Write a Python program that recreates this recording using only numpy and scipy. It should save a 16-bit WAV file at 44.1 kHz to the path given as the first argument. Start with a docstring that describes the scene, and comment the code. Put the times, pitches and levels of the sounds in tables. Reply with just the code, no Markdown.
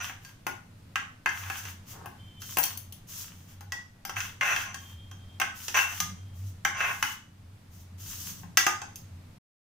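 """A kitchen knife chops boiled noodles in a steel bowl, close to a phone in a small hard-walled kitchen.
The blade knocks excite decaying bowl modes, drags ring them with trains of slips, and the wet noodles
are filtered noise and clicks; at the end the blade is laid on the rim. Soft rubs and rumbles join in,
and the walls answer with a dense noise tail. Underneath lie a wavering low hum, a faint, thin whistle
of three partials and the coloured noise of the room's air."""
import sys
import numpy as np
from scipy import signal
from scipy.fft import rfft, irfft
from scipy.io import wavfile
from scipy.ndimage import uniform_filter1d

SR = 44100
rng = np.random.default_rng(int(sys.argv[2]) if len(sys.argv) > 2 else 0)


def materialize(psi):
    """Save the field psi as 16-bit PCM at rate SR to the path in sys.argv[1].

    A 1-D psi becomes a single channel; in a 2-D psi each row is a channel.
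    """
    bounded = np.clip(np.atleast_2d(psi).T, -1, 1)
    quanta = np.round(bounded * 32767).astype(np.int16)
    wavfile.write(sys.argv[1], SR, quanta)


N = 423801
TIME = np.arange(N) / SR
PUSH_ATTACK_S, PUSH_RELEASE_S = 0.036, 0.041  # onset and release of pushes, rubs and shifts


def undb(db):
    """Decibels to gain."""
    return 10 ** (np.asarray(db) / 20)


def unit(x):
    """Scale to rms 1."""
    return x / np.sqrt(np.mean(x ** 2))


def fade(t, t60):
    """Exponential decay, 60 dB down after t60 seconds."""
    return np.exp(-np.log(1000) * t / t60)


def tint(x, points):
    """Causal minimum-phase filter that follows (Hz, dB) points, built from the cepstrum."""
    size = 8192
    hz, db = np.transpose(points)
    grid_hz = np.fft.rfftfreq(size, 1 / SR) + 1  # 1 Hz up, to keep the logarithm finite
    magnitude = undb(np.interp(np.log(grid_hz), np.log(hz), db))
    cepstrum = irfft(np.log(magnitude))
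    # folding the cepstrum onto positive time makes the response causal
    cepstrum[1:size // 2] *= 2
    cepstrum[size // 2 + 1:] = 0
    response = irfft(np.exp(rfft(cepstrum)))[:size // 2]
    return signal.oaconvolve(np.atleast_2d(x), response[None], axes=-1)[:, :x.shape[-1]]


def band(x, lo_hz, hi_hz):
    """Butterworth band-pass."""
    edges_hz = [lo_hz, min(hi_hz, SR / 2 - 1000)]
    return signal.sosfilt(signal.butter(N=3, Wn=edges_hz, btype="band", fs=SR, output="sos"), x)


def registers(x):
    """Split into thud, body, zing and tick, from low to high."""
    edges_hz = (150, 1100, 3500, 9000, 16000)
    return [band(x, lo, hi) for lo, hi in zip(edges_hz, edges_hz[1:])]


def pair(size, alike):
    """Noise at the phone's two ports; alike is the shared part of its power."""
    shared = rng.standard_normal(size)
    separate = rng.standard_normal((2, size))
    return np.sqrt(alike) * shared + np.sqrt(1 - alike) * separate


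def walk(rate):
    """Smoothed random wandering of rms 1, drawn anew about rate times a second."""
    hold = int(SR / rate)
    steps = np.repeat(rng.standard_normal(N // hold + 1), hold)
    return unit(uniform_filter1d(steps, hold)[:N])


def clicks(rate, spread_db):
    """Randomly timed slips of uneven size and either sign, about rate a second, at rms 1."""
    hits = rng.random(N) < rate / SR
    sizes = undb(spread_db * np.clip(rng.standard_normal(N), -2, 2))
    return unit(hits * rng.choice([-1, 1], N) * sizes)


def add(out, s, x):
    """Mix x in at time s."""
    start = max(int(s * SR), 0)
    out[:, start:start + x.shape[1]] += x[:, :N - start]


def stroke(start, length, db, change_db, attack_s, release_s):
    """Gain of one movement: it sets in, swells or eases steadily while it lasts, and lets go."""
    t, gain = TIME[:int((length + release_s) * SR)], np.zeros((1, N))
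    gate = np.clip(t / attack_s, 0, 1) * np.clip(1 - (t - length) / release_s, 0, 1)
    level_db = db + change_db * np.minimum(t / length, 1)
    add(gain, start, (gate * undb(level_db))[None])
    return gain


def bowl(crowd_db, crowd_t60, scatter_db=4.0):
    """The steel's answer to one contact; each spot weights the modes differently."""
    # Modes of the loaded bowl and the blade.
    # Each row: frequency in Hz, level in dB, each before its random scatter, and t60 in s.
    modes = [(262, -17.5, 0.13), (361.5, -21, 0.31), (721, -8, 0.1), (801, -1.5, 0.083), (866, -3.5, .08),
             (1074, 2.5, 0.05), (1240, -21.5, 0.058), (1328, 2, 0.029), (1520, -7.5, 0.39),
             (1619, 2.5, 0.11), (1650, -13.5, 0.072), (2014, -3, 0.13), (2091, -2.5, 0.17),
             (2280, -17.5, .06), (2620, 4, 0.064), (2773, 7, 0.019), (3200, -7.5, 0.11), (4505, -13, 0.091),
             (5050, -10, 0.1), (5957, -5.5, 0.036), (5960, -7.5, 0.13), (6330, -2.5, 0.056),
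             (6740, -14, 0.11), (8300, -16, .07), (9930, -10, 0.1), (12000, -12, .09), (13600, -22.5, .08),
             (15200, -13.5, .1)]
    # Colour of the crowd of short-lived modes between them. Each row: frequency in Hz, relative level in dB.
    crowd_colour = [(150, -26.5), (330, -15), (520, -17), (750, -7.5), (1150, -3), (1600, 6.5), (2700, -2),
                    (4100, -18.5), (5000, -12), (6200, -7.5), (8300, -21.5), (11000, -15), (15500, -13.5)]
    t = TIME[:int(SR * .2)]
    ring = 0
    for hz, db, t60 in modes:
        weight, detune, lag = rng.standard_normal(3)
        # the food shifts each mode a little
        mode_hz = hz * (1 + 0.0034 * detune)
        # each mode radiates its own way to the two ports: a lag in radians at the second
        phase = 2 * np.pi * mode_hz * t + np.array([[0], [lag]])
        ring = ring + rng.choice([-1, 1]) * undb(db + scatter_db * weight) * fade(t, t60) * np.sin(phase)
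    crowd = tint(pair(len(t), alike=0.5) * fade(t, crowd_t60), crowd_colour)
    return unit(ring) + undb(crowd_db) * unit(crowd)


def knocks(trim_db=-7, free_t60=0.21):
    """Blows on the steel: cushioned ones thud, bare ones tick; one partial sings on after each."""
    # Blade meets bowl. Each row: start in seconds, level in dB before the trim, thud, zing and tick in dB
    # against that level, partial favoured by the contact point in Hz, its free ring in dB against the
    # strongest register.
    blows = [(0.096, -30.5, -6, -13, -23, 2176, -11), (0.2488, -43.5, -13, 2, -6, 1610, -5),
             (0.4665, -22.5, -0.5, -7.5, -8, 1440, -6), (0.957, -17, -11.5, -12, -21.5, 1612, -9),
             (1.2595, -14, -10, -17.5, -24, 1666, -12.5), (1.2909, -26, -25, -7, -28, 1570, -17),
             (1.4997, -23.5, -6, -11.5, -13, 1685, -10), (1.6521, -35, -7, -2, -24, 1970, -10),
             (2.0585, -37.5, 4.5, -8.5, -1.5, 1520, -7), (2.4189, -39.5, -9, 2, 0.5, 6490, -21.5),
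             (2.5703, -20.5, -0.5, -4, -2.5, 1900, -11), (2.5849, -24, 1.5, -3, 8.5, 15300, 1),
             (2.6312, -42.5, -20, 16, 10, 4420, 0), (2.6377, -33, -16, 11, 16, 15400, -10),
             (2.774, -49, -18, 13, 20, 14000, -17), (2.9238, -57, -13, 16.5, 20.5, 10400, -14),
             (3.608, -44.5, 1.5, -1, -1.5, 1480, -10), (3.7211, -32, 0, 3.5, -6.5, 1940, 6.5),
             (4.0509, -32, -2.5, -0.5, 0, 5170, -7), (4.0948, -30, -2, -2.5, -10, 1334, -3),
             (4.1666, -24.5, -13, -22, -28, 1560, -20), (4.2041, -26, -25.5, -1, -21, 2660, -9),
             (4.4103, -16.5, -21, -15, -26, 2120, -3), (4.562, -21, -12, -7, -14, 2145, -9),
             (4.7436, -31.5, -7.5, -1, -9.5, 1110, -7), (5.1133, -43.5, 0, -1, -8, 3210, -1.5),
             (5.3993, -22.5, -4.5, -4, -5.5, 2140, -8), (5.4147, -15.5, -10.5, -11, -26, 2130, -17.5),
             (5.6819, -30, -6.5, 4.5, -3, 6070, -15), (5.772, -15, -25, -11, -14, 2910, -9),
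             (5.7892, -16, -12, -13, -40, 2700, 0), (6.0022, -25, -9.5, 6.5, 2.5, 1225, -7),
             (6.6494, -12.5, -11.5, -9, -16, 1570, -29), (7.0258, -15.5, -10, -7, -11, 2950, -7.5),
             (8.432, -44.5, 0, -10.5, -14, 1050, -9), (8.572, -10.5, -11, 2, -4, 1954, -5),
             (8.6658, -12.5, -5, -4.5, -12, 1225, -3), (8.8169, -33, 1.5, -0.5, -16, 1543, -8),
             (8.9575, -61.5, -11, 25, 25.5, 3560, -27)]
    out, attack = np.zeros((2, N)), SR // 100  # levels are set over the first 10 ms
    for s, db, thud, zing, tick, hz, free_db in blows:
        levels = db + trim_db + np.array([thud, 0, zing, tick])
        parts = registers(bowl(crowd_db=3.5, crowd_t60=0.029))
        blow = sum(undb(level) * part / part[:, :attack].std() for level, part in zip(levels, parts))
        t = TIME[:blow.shape[1]]
        free = undb(levels.max() + free_db) * fade(t, free_t60) * np.sin(2 * np.pi * hz * t)
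        add(out, s, blow + free)
    return out


def drags(thud_db=-9.5, body_db=-2, zing_db=-3, lowest_hz=480, attack_s=0.0027, release_s=0.011):
    """The edge sticks and slips on the bottom; every slip rings the bowl, but too lightly for its lowest modes."""
    # The edge dragged along the bottom. Each row: start in seconds, length in seconds, level in dB before
    # the register trims, change of level over the stroke in dB, further zing gain in dB.
    strokes = [(0.0, 0.11, -35.5, -18, -3.5), (1.338, 0.15, -50.5, 7.5, -9), (1.522, 0.16, -49.5, -1.5, -6),
               (4.159, 0.054, -36, -6, -3), (4.41, 0.12, -28, 3.5, -9.5), (4.519, 0.2, -32.5, -13.5, -5),
               (5.742, 0.047, -21.5, -3, -5.5), (5.798, 0.14, -38.5, -2, -5),
               (6.746, 0.061, -40, 10.5, -8.5), (6.803, 0.11, -28, -2, -14), (6.91, 0.065, -49, -8, -12)]
    scrape = clicks(rate=490, spread_db=4.5) + undb(-2) * unit(rng.standard_normal(N))
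    slips = band(scrape, lowest_hz, 17000)
    steel = bowl(crowd_db=2.0, crowd_t60=0.021)
    ringing = signal.oaconvolve(slips[None], steel, axes=-1)[:, :N]
    thud, body, zing, _ = map(unit, registers(ringing))
    gains = [stroke(*move, attack_s, release_s) for *move, _ in strokes]
    bite = sum(gain * undb(row[-1]) for gain, row in zip(gains, strokes))
    return sum(gains) * (undb(thud_db) * thud + undb(body_db) * body) + bite * undb(zing_db) * zing


def noodles(hiss_db=1, squelch_db=-4):
    """Wet strands rub along the blade with a fine hiss, and tiny films of water snap between them."""
    # Noodles pushed over the steel. Each row: start in seconds, length in seconds, level in dB before the
    # hiss and squelch trims, change of level over the push in dB, further squelch gain in dB.
    pushes = [(0.0, 0.082, -42, -8.5, 6.5), (0.194, 0.097, -62, 3.5, 0), (1.258, 0.32, -52.5, 7.5, 2),
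              (1.578, 0.13, -55, 5.5, 0), (1.848, 0.068, -58.5, 11, -3), (2.391, 0.14, -49, 5.5, -10.5),
              (2.556, 0.039, -39.5, 0, -5), (2.648, 0.069, -43, -8, 1), (3.067, 0.16, -44.5, 2.5, -8),
              (3.246, 0.21, -50.5, -17.5, -4), (3.461, 0.061, -58, -0.5, 1), (4.156, 0.13, -38.5, -12, 0),
              (4.4, 0.22, -46.5, 3.5, 0), (4.705, 0.21, -66, 10.5, 2), (5.536, 0.18, -48.5, 1.5, -3.5),
              (5.73, 0.09, -37, -3.5, -13), (5.863, 0.12, -45.5, 1, 0.5), (6.322, 0.16, -63, 6.5, -8),
              (6.766, 0.23, -46, -3.5, -4), (7.017, 0.1, -44, 0, 4), (7.7, 0.11, -59, -2, -8),
              (7.971, 0.14, -53, 11, -7), (8.105, 0.2, -44.5, 3.5, -10), (8.322, 0.09, -49, -7.5, -10)]
    # Colour of the slide, before band-passing. Each row: frequency in Hz, relative level in dB.
    slide_colour = [(290, -58.5), (500, -24), (657, -31.5), (927, -11.5), (1220, -10.5), (2360, -13.5),
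                    (3100, -6), (4250, -11.5), (6270, -2), (8360, -11.5), (12100, -8.5), (14600, -4),
                    (15500, -4.5)]
    rub = pair(N, alike=0.13) + undb(-7.5) * clicks(rate=890, spread_db=10.0)
    hiss = undb(hiss_db + 1.8 * walk(35)) * unit(band(tint(rub, slide_colour), 3600, 17000))
    films = pair(N, alike=0.28) + clicks(rate=150, spread_db=12.0)
    squelch = unit(band(tint(films, slide_colour), 750, 3000))
    gains = [stroke(*move, PUSH_ATTACK_S, PUSH_RELEASE_S) for *move, _ in pushes]
    wetness = sum(gain * undb(row[-1]) for gain, row in zip(gains, pushes))
    return sum(gains) * hiss + wetness * undb(squelch_db) * squelch


def rubs():
    """A soft, dull, grainy rub: noise and random slips with the treble muffled."""
    # Each row: start in seconds, length in seconds, level in dB, change of level over the rub in dB.
    moves = [(1.912, 0.13, -55.5, 4.5)]
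    # Colour of the rub. Each row: frequency in Hz, relative level in dB.
    rub_colour = [(200, -25), (380, -2), (600, -5), (900, 0), (1700, -7), (2500, -25), (8000, -50)]
    grain = unit(tint(pair(N, alike=0.5) + clicks(rate=300, spread_db=5), rub_colour))
    return grain * sum(stroke(*move, PUSH_ATTACK_S, PUSH_RELEASE_S) for move in moves)


def shifts():
    """Low rumbles as the bowl shifts on the counter: a narrow band of noise, nearly alike at both ports."""
    # Each row: start in seconds, length in seconds, level in dB, change of level over the shift in dB.
    moves = [(2.56, 0.085, -58, -5), (5.99, 0.15, -46.5, -7), (8.223, 0.27, -55.5, 1.5)]
    rumble = unit(band(pair(N, alike=0.9), 139, 214))
    return rumble * sum(stroke(*move, PUSH_ATTACK_S, PUSH_RELEASE_S) for move in moves)


def kitchen(x, wet_db=-3, build_s=0.0023):
    """Hard walls return a dense tail that builds up quickly and loses its top treble first."""
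    t = TIME[:int(SR * .7)]
    parts = registers(pair(len(t), alike=0.13))
    t60s = (0.36, 0.38, 0.37, 0.25)  # s, for thud, body, zing and tick
    tail = sum(part * fade(t, t60) for part, t60 in zip(parts, t60s))
    tail = tail * (1 - np.exp(-(t / build_s) ** 2))
    echo = signal.oaconvolve(x, unit(tail) / np.sqrt(len(t)), axes=-1)[:, :N]
    return x + undb(wet_db) * echo


def ports(x):
    """The bowl faces the two ports differently: the right one is shaded from its top treble."""
    # The left port against the right. Each row: frequency in Hz, level difference in dB.
    difference = [(100, 5.5), (450, -1), (780, 8), (1200, 0.5), (2600, 3), (4500, 1), (6200, -4.5),
                  (8500, -1), (10000, 9), (11500, 16), (15000, 17.5)]
    hz, db = np.transpose(difference)
    mean_db = 10 * np.log10((1 + undb(db) ** 2) / 2)  # keeps the mean power of the two ports
    left, right = x
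    return np.vstack([tint(left, np.c_[hz, db - mean_db]), tint(right, np.c_[hz, -mean_db])])


def whistle(trim_db=-4.0, waver=0.008, grain_db=2.5, ramp_s=0.035):
    """A faint tone with two weak companions; each note holds its pitch, with a quick flutter and a broken level."""
    # A thin, grainy whistle. Each row: start in seconds, length in seconds, level in dB before the trim and
    # grain, change of level over the note in dB, pitch in Hz about which it flutters.
    notes = [(2.17, 0.335, -56.5, 7, 3115), (4.75, 0.31, -52.5, -2.5, 3190), (5.063, 0.3, -60, 2, 3190),
             (6.15, 0.24, -63.5, -3, 3200)]
    # Each row: ratio to the pitch, relative level in dB.
    partials = [(0.756, -19.5), (1, -2.5), (1.12, -15)]
    starts, *_, hz = np.transpose(notes)
    pitch = hz[np.searchsorted(starts[1:], TIME)] * (1 + waver * walk(400))
    phase = 2 * np.pi * np.cumsum(pitch) / SR
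    tone = unit(sum(undb(part_db) * np.sin(ratio * phase) for ratio, part_db in partials))
    gain = sum(stroke(*note, ramp_s, ramp_s) for *note, _ in notes)
    return tone * undb(trim_db + grain_db * walk(90)) * gain


def low_hum(centre_hz=92.1, width_hz=9.26, trim_db=-1):
    """A low sine whose pitch and level waver at random, the same at both ports."""
    # Level of the hum over time. Each row: time in seconds, level in dB before the trim.
    levels = [(0.05, -53), (0.12, -62), (1.24, -62), (1.37, -42.5), (1.97, -55.5), (3.6, -54), (3.7, -42.5),
              (4.06, -72), (4.17, -43.5), (4.35, -56.5), (5.15, -42.5), (5.67, -58.5), (6.42, -38.5),
              (6.68, -50.5), (8.23, -48.5), (8.93, -59.5), (9.14, -42.5), (9.35, -59.5)]
    s, db = np.transpose(levels)
    pitch = centre_hz + .5 * width_hz * walk(30)
    hum = unit(np.sin(2 * np.pi * np.cumsum(pitch) / SR) * undb(2.5 * walk(18)))
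    return hum * undb(np.interp(TIME, s, db) + trim_db)


def room_air(level_db=-59.5, side_db=-1):
    """Coloured noise of the room's air, drifting slowly in level; its bass is the same at both ports."""
    # Colour of the air. Each row: frequency in Hz, relative level in dB.
    air_colour = [(13, -19.5), (22, -10), (53, -23.5), (74, -19.5), (97, -5), (111, -7), (124, -13),
                  (187, -14), (382, -30.5), (438, -32), (779, -34), (2330, -39.5), (3240, -41.5),
                  (4510, -43.5), (15500, -52)]
    # opposite signs at the two ports spread the air above the bass
    side = undb(side_db) * band(rng.standard_normal(N), 350, 17000) * np.array([[1], [-1]])
    air = tint(rng.standard_normal(N) + side, air_colour)
    air = air / band(air.mean(axis=0), 200, 15000).std()  # the level counts 200 Hz to 15 kHz
    return air * undb(level_db + 1.2 * walk(2.7))


def scene():
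    """Bowl, blade and noodles close by between hard walls, over the whistle, the hum and the air."""
    near = ports(kitchen(knocks() + drags() + noodles() + rubs() + shifts()))
    return near + whistle() + low_hum() + room_air()


def record(dry):
    """The phone rounds the highest peaks, cuts the top and falls silent at the end."""
    end_s, top_hz = 9.385, 15400
    sound = np.tanh(dry) * np.clip((end_s - TIME) * 200, 0, 1)  # fades out over the last 5 ms
    return signal.sosfilt(signal.ellip(8, .2, 70, top_hz, fs=SR, output="sos"), sound)


dry = scene()
out = record(dry)
materialize(out)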